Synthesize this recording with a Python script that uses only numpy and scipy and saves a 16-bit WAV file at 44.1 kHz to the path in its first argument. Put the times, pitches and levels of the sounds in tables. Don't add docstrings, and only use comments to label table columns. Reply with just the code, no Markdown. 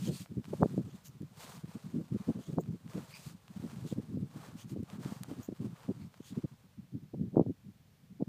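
import sys
import numpy as np
from scipy import signal
from scipy.fft import rfft, irfft, next_fast_len
from scipy.io import wavfile
from scipy.ndimage import uniform_filter1d, map_coordinates

SR = 44100
rng = np.random.default_rng(int(sys.argv[2]) if len(sys.argv) > 2 else 0)


def int16_out(signal):
    q = np.round(np.clip(np.atleast_2d(signal).T, -1, 1) * 32767)
    wavfile.write(sys.argv[1], SR, q.astype(np.int16))


N = 365148


def amp(db):
    return 10 ** (np.asarray(db) / 20)


def unit(x):
    return x / np.sqrt(np.mean(x ** 2) + 1e-20)


def wobble(rate):
    return map_coordinates(rng.standard_normal(int(N * rate / SR) + 4), [np.arange(N) * rate / SR])


def filtered(x, response):
    size = next_fast_len(len(x) + 4096)
    return irfft(rfft(x, size) * response(np.fft.rfftfreq(size, 1 / SR)), size)[:len(x)]


def noise(spectrum):
    freq_hz, gain_db = np.transpose(spectrum)
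    colour = lambda hz: amp(np.interp(np.log(hz + 1), np.log(freq_hz), gain_db))
    return unit(filtered(rng.standard_normal(N), colour))


def low_cut(hz, corner_hz):
    s = 1j * hz / corner_hz
    return (s * s / (s * s + np.sqrt(2) * s + 1)) ** 2


def add(track, centre_s, sound):
    at = round(centre_s * SR) - len(sound) // 2 + np.arange(len(sound))
    inside = (at >= 0) & (at < N)
    track[at[inside]] += sound[inside]


# freq_hz, gain_db
AIR_EQ = [(240, -56), (400, -3), (725, -6), (999, -8.5), (1060, -8.5), (1200, -9), (2310, -10.5),
          (2990, -11.5), (4120, -12.5), (9980, -19.5), (15300, -17.5)]

def still_air():
    return amp(-72.5) * noise(AIR_EQ)


# freq_hz, gain_db
RUMBLE_EQ = [(20, -22.5), (40, -8), (70, -3), (110, 5.5), (180, 3), (280, -12.5), (500, -26), (1500, -61.5)]

def far_wind():
    return amp(-66) * noise(RUMBLE_EQ)


# start_s, peak_db, brightness_hz
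CASE_TICKS = [(0.26, -44.5, 1580), (0.4437, -41.5, 2000), (0.4542, -40.5, 2800), (0.505, -47, 9000),
              (1.221, -43.5, 11560), (1.902, -50, 2480), (2.637, -48, 2500), (2.66, -51.5, 1800),
              (2.878, -46, 2500), (3.171, -44, 9000), (3.481, -42, 2900), (4.696, -42, 9000),
              (4.833, -44, 12000), (4.901, -39.5, 4000), (5.2346, -25, 11700), (5.245, -46, 900),
              (6.142, -44.5, 1700)]

def case_ticks():
    out, t = np.zeros(N), np.arange(SR // 30) / SR
    for start_s, peak_db, brightness_hz in CASE_TICKS:
        rattle = 0.07 * amp(-60 * t / 0.012) * rng.standard_normal(len(t))
        body = lambda hz: 1 / (1 + 1.3j * hz / brightness_hz - (hz / brightness_hz) ** 2)
        tick = filtered((t == 0) + rattle, lambda hz: low_cut(hz, corner_hz=450) * body(hz))
        centred = np.pad(tick, (len(t), 0))
        add(out, start_s, amp(peak_db) * centred / np.abs(tick).max())
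    return out


# centre_s, relative_db, length_s, rib_rate_hz, jitter_ratio
WEAVE_ZIPS = [(0.069, -54.5, 0.034, 3150, 0.11), (0.159, -55.5, 0.06, 4360, 0.068),
              (0.931, -68.5, 0.061, 3460, 0.11), (1.07, -57, 0.025, 6600, 0.11),
              (2.451, -66.5, 0.064, 3340, .07), (2.607, -62.5, 0.019, 7100, .06),
              (3.147, -55.5, 0.05, 2410, 0.012), (3.903, -60, 0.025, 3600, 0.059),
              (4.608, -58.5, 0.03, 3100, 0.038), (5.446, -52.5, 0.019, 6830, 0.051),
              (6.025, -67.5, 0.031, 2250, 0.081), (6.274, -64, 0.066, 3360, .06)]

def weave_zips():
    out, t = np.zeros(N), np.arange(-SR // 6, SR // 6) / SR
    for centre_s, relative_db, length_s, rib_rate_hz, jitter_ratio in WEAVE_ZIPS:
        travel = np.clip(t / length_s, -1.5, 1.5)
        glide_hz = 190 * travel - 80 * travel ** 2
        waver = unit(uniform_filter1d(rng.standard_normal(len(t)), size=24))
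        phase = 2 * np.pi * np.cumsum(rib_rate_hz * (1 + jitter_ratio * waver) + glide_hz) / SR
        rasp = unit(filtered(rng.standard_normal(len(t)), lambda hz: 1 / (1 + (hz / 280) ** 2)))
        tone = unit((np.sin(phase) + 0.81 * np.sin(2 * phase)) * (0.12 + rasp))
        swell = 2 ** (-2 * (t / length_s) ** 2)
        add(out, centre_s, amp(relative_db - 1.1) * tone * swell)
    return out


# fastest_s, rise_s, fall_s, hiss_db, rustle_db
SLEEVE_STROKES = [(.07, .09, 0.033, -52, -61.5), (0.199, 0.098, 0.046, -53, -67),
                  (.6, 0.13, 0.17, -62.5, -64), (.93, 0.17, 0.11, -71, -69), (1.06, 0.012, 0.02, -58, -91),
                  (1.439, 0.062, 0.13, -54, -55.5), (1.75, 0.29, 0.24, -66.5, -64.5),
                  (2.24, 0.11, 0.14, -65, -60), (2.44, 0.057, 0.11, -65, -67),
                  (2.93, .035, .15, -60, -55.5), (3.27, .18, 0.045, -56.5, -63.5),
                  (3.72, 0.16, 0.11, -62.5, -60), (3.901, 0.043, 0.034, -57, -66),
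                  (3.98, .18, 0.12, -70, -66.5), (4.42, 0.069, 0.096, -61, -55.5),
                  (4.61, 0.034, 0.026, -57.5, -61.5), (4.71, 0.031, 0.027, -60.5, -66),
                  (4.91, 0.034, 0.066, -67.5, -59.5), (5.1, .08, 0.059, -59.5, -56),
                  (5.4, 0.25, 0.051, -65, -61.5), (5.64, 0.081, 0.084, -66, -62.5),
                  (5.809, 0.07, 0.11, -67, -60.5), (6.28, 0.027, 0.034, -57, -84),
                  (6.37, 0.046, .09, -73.5, -66)]

def stroke_envelopes():
    t = np.arange(N) / SR
    arm_rests_s, settle_s = 6.96, 0.58
    contact_hiss_db, contact_rustle_db = -73.5, -72
    flatness = 2.6
    turning = np.clip((arm_rests_s - t) / settle_s, 0, 1)
    power = np.outer(amp([contact_hiss_db, contact_rustle_db]), turning) ** 2
    for fastest_s, rise_s, fall_s, hiss_db, rustle_db in SLEEVE_STROKES:
        away = np.maximum((fastest_s - t) / rise_s, (t - fastest_s) / fall_s)
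        near = away < 4
        swell = 2 ** -away[near] ** flatness
        power[:, near] += np.outer(amp([hiss_db, rustle_db]), swell) ** 2
    return np.sqrt(power)


# freq_hz, gain_db
CLOTH_EQ = [(600, -22.5), (1500, -4.5), (2000, -4), (2600, -0.5), (4700, 1), (5400, -2), (6800, -.5),
            (8500, -1), (10700, -7), (15300, -7)]
PADDING_EQ = [(200, -23.5), (450, 0), (750, -1.5), (1150, -1), (1500, -6.5), (2000, -11.5), (5000, -21),
              (12000, -36)]

def sleeve():
    hiss_gain, rustle_gain = stroke_envelopes()
    grain = unit(amp(1.48 * wobble(20) + 1.32 * wobble(70) + 1.4 * wobble(900)))
    creases = (rng.random(N) < 55 / SR) * rng.uniform(-0.91, 1, N)
    crease_colour = lambda hz: low_cut(hz, corner_hz=690) / (1 + 1j * hz / 2500) ** 2
    crackle = amp(-10.5) * unit(filtered(creases, crease_colour))
    hiss = amp(-1.5) * hiss_gain * noise(CLOTH_EQ)
    rustle = amp(-0.7) * rustle_gain * (noise(PADDING_EQ) + crackle)
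    return grain * (hiss + rustle)


# time_s, relative_db
BREEZE_RIDE = [(0, -54), (0.2, -55.5), (0.27, -78), (0.5, -55), (0.85, -49.5), (1.0, -63), (1.5, -66),
               (1.88, -58), (2.05, -49), (2.45, -62.5), (2.7, -50.5), (2.85, -60), (3.45, -65.5),
               (3.7, -52.5), (4.2, -49), (4.33, -63), (4.55, -60), (5.2, -56), (5.72, -62), (6.05, -60),
               (6.27, -69), (6.5, -66), (6.72, -74.5), (7.3, -53), (7.6, -76), (7.9, -72), (8.05, -74.5),
               (8.28, -48.5)]
# freq_hz, gain_db
BREEZE_EQ = [(20, -9.5), (45, -11.5), (80, -8.5), (125, 3), (180, 3.5), (260, -7.5), (400, -20.5),
             (700, -44), (1400, -58), (2500, -120)]

def breeze():
    ride_db = np.interp(np.arange(N) / SR, *np.transpose(BREEZE_RIDE))
    flow = noise(BREEZE_EQ)
    flutter_db = 14 * np.tanh(wobble(42))
    return amp(ride_db + 9.5) * unit(flow * amp(flutter_db))


# centre_s, level_db, length_s, softness_hz
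# The spectrum falls by 1/e over each span of softness_hz, so lower is duller.
WIND_PUFFS = [(0.1, -29, 0.029, 124), (0.321, -38.5, 0.021, 83), (0.384, -28, 0.021, 86),
              (0.484, -38, 0.01, 75), (0.536, -28.5, 0.0074, 192), (0.632, -23, 0.022, 187),
              (0.709, -32.5, 0.01, 82), (0.742, -23, 0.0033, 113), (0.794, -28, 0.0233, 120),
              (0.884, -37.5, 0.013, 90), (1.221, -37, 0.016, 99), (1.643, -29.5, 0.0061, 81.6),
              (1.761, -33, 0.013, 109), (1.954, -29, 0.021, 96), (1.997, -33.5, 0.026, 120),
              (2.123, -28, 0.012, 77), (2.155, -26.5, 0.012, 96), (2.297, -23.5, 0.017, 128),
              (2.382, -36, 0.027, 126), (2.497, -33.5, 0.016, 105), (2.539, -30, 0.011, 111),
              (2.588, -25, 0.021, 154), (2.746, -33.5, 0.018, 88), (2.974, -34, 0.027, 123),
              (3.272, -33.5, 0.014, 69), (3.601, -29.5, 0.0055, 62), (3.646, -34.5, 0.022, 124),
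              (3.82, -34, 0.015, 58), (3.856, -33, 0.018, 99), (3.924, -34.5, 0.0099, 174),
              (3.988, -31.5, 0.025, 103), (4.118, -41, 0.038, 85), (4.18, -35.5, 0.019, 103),
              (4.223, -33, 0.029, 80), (4.379, -43, 0.03, 92.5), (4.548, -41, 0.022, 73.4),
              (4.727, -34, 0.02, 86.5), (4.766, -32, 0.0095, 136), (4.8, -25.5, 0.012, 81),
              (4.833, -31.5, 0.0077, 106), (4.975, -42, 0.046, 93), (5.062, -23.5, 0.0065, 89),
              (5.123, -30.5, 0.0059, 145), (5.311, -38, 0.028, 109), (5.39, -37.5, 0.022, 89),
              (5.49, -30, 0.0064, 126), (5.521, -34, 0.012, 121), (5.62, -33, 0.021, 105),
              (5.659, -31, 0.014, 99), (5.902, -26, 0.016, 136), (6.026, -41.5, 0.04, 63.5),
              (6.205, -35.5, 0.0043, 96), (6.323, -34.5, 0.016, 69.4), (6.384, -29.5, 0.015, 98),
              (6.446, -24.5, 0.0089, 114), (6.791, -34.5, 0.01, 60), (6.952, -34.5, 0.025, 80),
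              (7.144, -32, 0.007, 156), (7.214, -30, 0.03, 89), (7.391, -24.5, 0.039, 189),
              (7.488, -28.5, 0.026, 91), (7.683, -44, 0.025, 71), (8.218, -31, 0.016, 163.5)]

def puffs():
    out, t = np.zeros(N), np.arange(-SR // 8, SR // 8) / SR
    ragged_db, tears_per_s = 3, 110.5
    for centre_s, level_db, length_s, softness_hz in WIND_PUFFS:
        colour = lambda hz: low_cut(hz, corner_hz=148.4) * np.exp(-hz / softness_hz - (hz / 1500) ** 4)
        analytic = signal.hilbert(unit(filtered(rng.standard_normal(len(t)), colour)))
        evened = analytic.real / (np.abs(analytic) ** 2 + 0.5) ** 0.175
        tear = map_coordinates(rng.standard_normal(40), [(t - t[0]) * tears_per_s], mode="wrap")
        puff = evened * amp(ragged_db * tear) * 2 ** (-2 * (t / length_s) ** 2)
        rms = np.sqrt(np.sum(puff ** 2) / (length_s * SR))
        add(out, centre_s, amp(level_db) * puff / rms)
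    return out


def small_eddies():
    chance = rng.standard_normal((len(WIND_PUFFS), 2))
    return [(centre_s + length_s * when / 4, level_db + 2 + 2 * size, 2.59 * softness_hz)
            for (centre_s, level_db, length_s, softness_hz), (when, size) in zip(WIND_PUFFS, chance)]


# centre_s, relative_db, pitch_hz
HARD_EDDIES = [(.535, -18, 437), (.6245, -11.5, 560), (0.628, -7.5, 215), (0.6315, -7.5, 920),
               (0.659, -13.5, 336), (0.779, -14.5, 330), (2.304, -25.5, 420), (2.585, -14.5, 630),
               (3.926, -16.5, 270), (4.173, -20.5, 273), (4.763, -31.5, 360), (5.315, -27.5, 357),
               (5.489, -22.5, 327), (5.888, -28.5, 420), (7.359, -30, 800), (7.3695, -5, 360),
               (7.379, -13, 490), (7.3962, -4.5, 400), (7.413, -10.5, 270), (7.464, -23.5, 363),
               (7.497, -17.5, 230), (8.224, -15.5, 326)]

def eddy_thumps(flow):
    thumps, ducking, t = np.zeros(N), np.zeros(N), np.arange(-SR // 25, SR // 25) / SR
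    for centre_s, relative_db, pitch_hz in HARD_EDDIES + small_eddies():
        dip = -1 / (1 + (3 * pitch_hz * t) ** 2) ** 2
        top_hz = min(2.77 * pitch_hz, 1550)
        swing = filtered(dip, lambda hz: low_cut(hz, 0.4 * pitch_hz) / (1 + (hz / top_hz) ** 6))
        add(thumps, centre_s, amp(relative_db - 5) * swing / np.abs(swing).max())
        add(ducking, centre_s, np.exp(-(t * pitch_hz / 1.1) ** 2))
    return thumps + flow / (1 + 2 * ducking)


def wind_buffet():
    pressure = eddy_thumps(breeze() + puffs())
    return filtered(pressure, lambda hz: np.abs(low_cut(hz, corner_hz=78)))


def scene():
    return (wind_buffet() + far_wind() + sleeve() + weave_zips() + case_ticks() + still_air())[None]


def record(dry):
    top_hz = 15350
    return filtered(dry[0], lambda hz: hz < top_hz)[None]


dry = scene()
out = record(dry)
int16_out(out)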